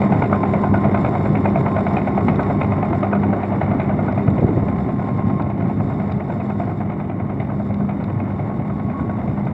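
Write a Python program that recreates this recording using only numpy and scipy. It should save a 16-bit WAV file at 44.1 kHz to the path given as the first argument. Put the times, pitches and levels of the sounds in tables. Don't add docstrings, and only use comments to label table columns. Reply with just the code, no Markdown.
import sys
import numpy as np
from scipy import signal
from scipy.fft import rfft, irfft, next_fast_len
from scipy.io import wavfile
from scipy.ndimage import map_coordinates

SR = 44100
rng = np.random.default_rng(int(sys.argv[2]) if len(sys.argv) > 2 else 0)


def generate_wav(signal):
    frames = np.transpose(np.atleast_2d(signal))
    scaled = np.clip(frames, -1, 1) * 32767
    pcm = np.round(scaled).astype(np.int16)
    wavfile.write(sys.argv[1], SR, pcm)


N = 420273

# t/s, f/Hz
FIRING_RATE = [(0, 100.6), (1.4, 100.6), (1.9, 100.1), (3.2, 100.4), (3.6, 99.9), (4.2, 99.9), (5.1, 100.6),
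               (7.4, 100.5), (9.53, 101.2)]
# multiple of the firing rate, relative level/dB before wavering
EXHAUST_TONES = [(.5, -28), (2 / 3, -24), (1, -5), (4 / 3, -13), (1.5, -9), (2, 0), (3, -20), (10 / 3, -17),
                 (3.5, -19), (4, -19), (6, -24), (7, -22)]
# f/Hz, relative level/dB
EXHAUST_SPECTRUM = [(20, -41), (40, -27.5), (55, -20), (70, -9), (100, -2.5), (145, -0.5), (200, -3),
                    (270, -5.5), (340, -16.5), (470, -23.5), (700, -31), (1500, -53), (3000, -120)]
# t/s, level/dB
ENGINE_LOAD = [(0, -1), (1.3, 1), (2.7, -0.5), (3.4, -1.5), (4.3, 2), (5.1, 0), (5.8, 1.5), (6.5, -2),
               (8, -0.5), (9.53, 0.5)]
# t/s, f/Hz
TRACK_PACE = [(0, 9.64), (1.85, 9.83), (2.6, 8.96), (2.8, 9.69), (3.2, 9.87), (3.5, 10.76), (4, 10.78),
              (4.2, 9.95), (5.3, 9.71), (5.55, 10.01), (8.65, 10), (9.53, 10.82)]
# f/Hz, width/Hz, relative level/dB
STEEL_MODES = [(685.5, 208, 5), (860, 210, -11.5), (1220, 280, -8.5), (1439, 120, -9), (2158, 392, -6),
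               (2422, 110, -12), (2990, 49, -29.5), (3620, 550, -26)]
# t/s, extra clunk level/dB, extra clink level/dB
HARD_LANDINGS = [(.222, 1, 5), (1.353, -3, 5), (1.455, 3, 5.5), (1.558, 3, 2), (1.866, 1, 4.5),
                 (1.968, -0.5, 8), (2.176, 2.5, 1.5), (2.283, 2, 8), (2.613, 1.5, 8.5), (3.03, 2, 3),
                 (3.13, 3, 1.5), (3.329, 1, -2), (3.613, 2, 6.5), (3.798, -0.5, 5), (5.398, 2.5, 1),
                 (6.301, 2, -1), (6.401, 0, 3.5), (6.6, 6, 1), (7.4, 1.5, 9), (7.6, 2.5, -6),
                 (7.892, 2.5, 5.5), (8.201, 1.5, 4.5)]
# t/s, level change/dB
BLADE_SCREEN = [(0, 0), (1.2, 0.5), (3.8, 1), (4.8, -2), (6.4, -2.5), (7.4, -3.5), (9.53, -1.5)]
# f/Hz, relative level/dB
CHATTER_SPECTRUM = [(250, -41.5), (480, -3.5), (600, 0.5), (780, 0.5), (1150, -7.5), (1450, -13.5),
                    (1650, -21), (2150, -12), (2500, -27), (2720, -29), (3200, -35.5), (3600, -39.5),
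                    (4500, -53), (10000, -72.5)]
# f/Hz, width/Hz, relative level/dB
HISS_BANDS = [(3620, 450, 11), (4300, 440, 4), (5170, 440, 2.5), (6240, 170, -10.5), (7275, 410, -2.5),
              (7560, 880, -4)]
# t/s, level/dB
AIR_HISS = [(0, -67.5), (2.3, -69), (3.3, -74), (5.1, -72.5), (5.55, -77.5), (5.9, -72), (6.2, -75.5),
            (6.6, -72), (7.15, -83), (7.65, -75), (8.0, -78), (9.53, -76)]
# f/Hz, relative level/dB
ROLLER_SPECTRUM = [(150, -30), (240, -3), (330, -3), (400, -2.5), (470, -13.5), (650, -28.5), (1500, -90.5)]
# t/s, level/dB
FRAME_THUDS = [(4.284, -11.5), (4.39, -19), (4.423, -14), (4.441, -13.5), (4.49, -15.5), (4.573, -17),
               (4.63, -19)]
# f/Hz, relative level/dB
FRAME_SPECTRUM = [(30, -20), (70, -1.5), (120, 7), (210, 3.5), (330, -2.5), (480, -7.5), (620, -14.5),
                  (900, -28), (1500, -48), (3000, -100)]
# t/s, f/Hz, level/dB
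GEAR_WHINE = [(0, 1050, -36), (.5, 1042, -31), (1.25, 1056, -37.5), (2.05, 1048, -34), (2.36, 1112, -36.5),
              (2.75, 1040, -36.5), (3.1, 1060, -41.5), (3.5, 1145, -43), (4.1, 1135, -45),
              (4.5, 1047, -41.5), (5.1, 1058, -37), (5.8, 1080, -45), (7.5, 1076, -45.5),
              (8.4, 1085, -46.5), (9, 1103, -37), (9.53, 1115, -55)]
# t/s, f/Hz, level/dB
TURBO_WHISTLE = [(0, 11130, -80), (.8, 11210, -75), (2.25, 11200, -80), (2.65, 11350, -83),
                 (3.5, 11230, -94), (4.2, 11480, -84), (5.6, 11150, -96), (9.53, 11150, -110)]
# t/s, peak level/dB, f/Hz
STONE_SNAPS = [(.5362, -53, 7340), (1.0874, -55, 7100), (1.4993, -53, 5300), (1.9325, -51, 5500),
               (2.357, -50, 5430), (2.43, -48, 5150), (4.123, -51, 5050), (4.3016, -54, 7360),
               (5.4202, -54.5, 4580), (6.1195, -51, 4600), (7.741, -53, 5000), (8.0396, -51, 4470),
               (9.0094, -58, 7434)]
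# f/Hz, level/dB
MIC_COLOUR = [(1500, 0), (1700, 2), (1950, 0.5), (2550, -2), (2780, -2), (2980, 1), (3220, -4), (3550, 0.5),
              (3850, 1), (4100, 0)]

START_M, RETREAT_M_PER_S = 14, 1.386
NOTE_DB, NOTE_FADE = -20, 1.1
ROAR_DB, ROAR_FADE = -20, 0.63
CHATTER_DB, CHATTER_FADE = -28.5, 0.82
DRONE_DB, DRONE_FADE = -25, 1.5
SHOE_DB, SHOE_FADE, SHOE_SCREENED = -19.3, 1.7, 1.0
CLINK_DB, CLINK_SPARED = -17.5, 0.11
CLUNK_SPREAD_DB, CLINK_SPREAD_DB = 1.2, 2.5
FIRST_SHOE_S, SHOE_SCATTER_S = .018, .001
FAR_LAG_S, FAR_SCATTER_S, FAR_DB = .04, .011, -11
SLACK_FROM_S, SLACK_SCATTER_S, SLACK_DB = 3.3, .004, -1
CHAIN_SWING_DB, CHAIN_LAG = 1.2, .22
JOLT_S, JOLT_RISE_S, JOLT_FALL_S, JOLT_DB = 4.49, 0.26, 0.2, -22.5
TOP_HZ = 15720


def exhaust(firing):
    note_db = NOTE_DB + NOTE_FADE * distance_db()
    roar_db = ROAR_DB + ROAR_FADE * distance_db() + curves(ENGINE_LOAD)[0]
    note = np.zeros(N)
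    for multiple, db in EXHAUST_TONES:
        strength = amp(db + 2.2 * wobble(10))
        phase = multiple * firing + .35 * wobble(7) + rng.uniform(0, 2 * np.pi)
        note += strength * np.sin(phase)
    uneven_puffs = puffs(firing, depth=.12) * amp(1.7 * wobble(15))
    roar = coloured(uneven_puffs, EXHAUST_SPECTRUM)
    return amp(note_db) * unit(note) + amp(roar_db) * roar


def tracks():
    out = np.zeros(N)
    for s, clunk_db, clink_db in landings():
        modes = [(hz * (1 + .015 * rng.normal()), width, level + rng.normal(0, 1.5))
                 for hz, width, level in STEEL_MODES]
        rebound = (rng.uniform(.009, .022), rng.uniform(-12, -4))  # (s later, dB)
        far_shoe = (rng.normal(FAR_LAG_S, FAR_SCATTER_S), rng.normal(FAR_DB, 1.5))
        for delay, drop_db in [(0, 0), rebound, far_shoe]:
            clunk = ringing(contact(length=.0075, rattle_db=-9, rattle_t60=.24), modes[:4])
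            clink = ringing(contact(length=.007, rattle_db=-13, rattle_t60=.2), modes[4:])
            soft_clunk = muffled(clunk, 1540, order=9)
            soft_clink = muffled(clink, 3600, order=7)
            add(out, s + delay - .003, blow(soft_clunk, clunk_db + drop_db))
            add(out, s + delay - .001, blow(soft_clink, clink_db + drop_db))
    return out


def landings():
    links = travel()
    at = np.searchsorted(links, np.arange(int(links[-1]) + 1))
    slack = at / SR > SLACK_FROM_S
    chance = rng.standard_normal((len(at), 3))
    scatter = np.where(slack, SLACK_SCATTER_S, SHOE_SCATTER_S)
    times = FIRST_SHOE_S + at / SR + chance[:, 0] * scatter
    extra = chance[:, 1:] * [CLUNK_SPREAD_DB, CLINK_SPREAD_DB] + SLACK_DB * slack[:, None]
    for s, *hard_db in HARD_LANDINGS:
        shoe = np.argmin(abs(times - s))
        times[shoe], extra[shoe] = s, hard_db
    loss_db = (SHOE_FADE * distance_db() + SHOE_SCREENED * curves(BLADE_SCREEN)[0])[at]
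    clunk_db = SHOE_DB + loss_db + extra[:, 0]
    clink_db = SHOE_DB + CLINK_DB + (1 - CLINK_SPARED) * loss_db + extra[:, 1]
    return zip(times, clunk_db, clink_db)


def travel():
    return np.cumsum(curves(TRACK_PACE)[0]) / SR


def running_gear(firing):
    gear_db = CHATTER_DB + CHATTER_FADE * distance_db() + curves(BLADE_SCREEN)[0]
    flex_db = CHAIN_SWING_DB * np.cos(2 * np.pi * (travel() - CHAIN_LAG))
    hiss_db = curves(AIR_HISS)[0] + 10
    uneven = 1 + .1 * np.cos(firing / 2) + .09 * np.sin(2 * firing / 3)
    chatter_flicker = amp(1.4 * wobble(160) + 1.1 * wobble(22))
    chatter = coloured(puffs(firing, depth=0.069) * uneven * chatter_flicker, CHATTER_SPECTRUM)
    hiss_flicker = amp(2.1 * wobble(200) + 1.5 * wobble(25))
    hiss = ringing(puffs(firing, depth=.08) * uneven * hiss_flicker, HISS_BANDS)
    soft_hiss = unit(muffled(hiss, 8300, order=8))
    return amp(gear_db + flex_db) * chatter + amp(hiss_db) * soft_hiss


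def undercarriage():
    drone_db = DRONE_DB + DRONE_FADE * distance_db() + curves(BLADE_SCREEN)[0]
    return amp(drone_db) * coloured(rng.standard_normal(N), ROLLER_SPECTRUM)


def jolts():
    t = np.arange(N) / SR - JOLT_S
    slope_s = np.where(t < 0, JOLT_RISE_S, JOLT_FALL_S)
    shake = amp(JOLT_DB) * np.exp(-(t / slope_s) ** 2)
    thuds = np.zeros(N)
    lead = SR // 100
    for s, db in FRAME_THUDS:
        force = np.pad(contact(length=.009, rattle_db=-16, rattle_t60=.1), (lead, 0))
        add(thuds, s - lead / SR, blow(coloured(force, FRAME_SPECTRUM), db))
    shudder = shake * coloured(rng.standard_normal(N), FRAME_SPECTRUM)
    return muffled(thuds, 1200, order=4) + shudder


def drive_gears():
    return amp(-2) * whistle(GEAR_WHINE, flutter_db=2.5, drift_hz=5.4, drift_rate=90)


def turbocharger():
    return amp(-2.5) * whistle(TURBO_WHISTLE, flutter_db=3.5, drift_hz=45, drift_rate=400)


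def whistle(rows, flutter_db, drift_hz, drift_rate):
    hz, db = curves(rows)
    flutter = amp(flutter_db * wobble(22))
    tone = np.sin(angle(hz + drift_hz * wobble(drift_rate)))
    return amp(db) * unit(flutter * tone)


def stones():
    snaps, rings = np.zeros(N), np.zeros(N)
    steel_answer = [(1300, 320, 5.5), (2200, 390, 7.0), (3640, 420, -2.5)]  # f/Hz, width/Hz, level/dB
    for s, db, hz in STONE_SNAPS:
        force = contact(length=.005, rattle_db=-12, rattle_t60=.06)
        add(snaps, s, peaking(ringing(force, [(hz, 1200, 0)]), db))
        add(rings, s, peaking(ringing(force, steel_answer), db + 19))
    return muffled(snaps, 9000, order=3) + muffled(rings, 4500, order=6)


def outdoor_floor():
    spectrum = [(15, -13.5), (30, -2.0), (50, 2.5), (90, -8), (300, -39.5), (2000, -100)]  # f/Hz, level/dB
    rumble = amp(-54) * coloured(rng.standard_normal(N), spectrum)
    return rumble + amp(-75) * rng.standard_normal(N)


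def distance_db():
    return -20 * np.log10(1 + RETREAT_M_PER_S * np.arange(N) / SR / START_M)


def puffs(firing, depth):
    return rng.standard_normal(N) * (1 + depth * np.cos(firing))


def contact(length, rattle_db, rattle_t60):
    t = np.arange(SR // 8) / SR
    crunch = np.exp(-(t / length) ** 4)
    rattle = amp(rattle_db - 60 * t / rattle_t60)
    return (crunch + rattle) * rng.standard_normal(len(t))


def ringing(x, modes):
    def response(f):
        total = 0
        for centre, width, db in modes:
            band = 1j * f * width / (centre * centre - f * f + 1j * f * width)
            total = total + amp(db) * band ** 2
        return total
    return unit(filtered(x, response))


def coloured(x, points):
    hz, db = np.transpose(points)
    return unit(filtered(x, lambda f: amp(np.interp(np.log(f + 1), np.log(hz), db))))


def muffled(x, hz, order):
    return signal.sosfilt(signal.butter(order, hz, fs=SR, output="sos"), x)


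def filtered(x, response):
    m = next_fast_len(len(x) + 4096)
    return irfft(rfft(x, m) * response(np.fft.rfftfreq(m, 1 / SR)), m)[:len(x)]


def blow(x, db):
    return amp(db) * x * np.sqrt(SR / 50 / np.sum(x ** 2))


def peaking(x, db):
    return amp(db) * x / np.abs(x).max()


def unit(x):
    return x / np.sqrt(np.mean(x ** 2) + 1e-20)


def amp(db):
    return 10 ** (np.asarray(db) / 20)


def curves(rows):
    s, *cols = np.transpose(rows)
    return [np.interp(np.arange(N) / SR, s, c) for c in cols]


def wobble(rate):
    knots = rng.standard_normal(int(N * rate / SR) + 4)
    return map_coordinates(knots, [np.arange(N) * rate / SR])


def angle(hz):
    return 2 * np.pi * np.cumsum(hz) / SR


def add(track, s, sound):
    part = track[max(round(s * SR), 0):][:len(sound)]
    part += sound[:len(part)]


def scene():
    firing = angle(curves(FIRING_RATE)[0] + 0.16 * wobble(5))
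    engine = exhaust(firing) + running_gear(firing) + turbocharger()
    crawler = tracks() + undercarriage() + jolts() + drive_gears() + stones()
    return (engine + crawler + outdoor_floor())[None]


def record(dry):
    hz, db = np.transpose(MIC_COLOUR)
    edge_s = np.minimum(np.arange(N), np.arange(N)[::-1]) / SR
    faded = dry[0] * np.minimum(edge_s / .004, 1)
    return np.array([filtered(faded, lambda f: amp(np.interp(f, hz, db)) * (f < TOP_HZ))])


dry = scene()
out = record(dry)
generate_wav(out)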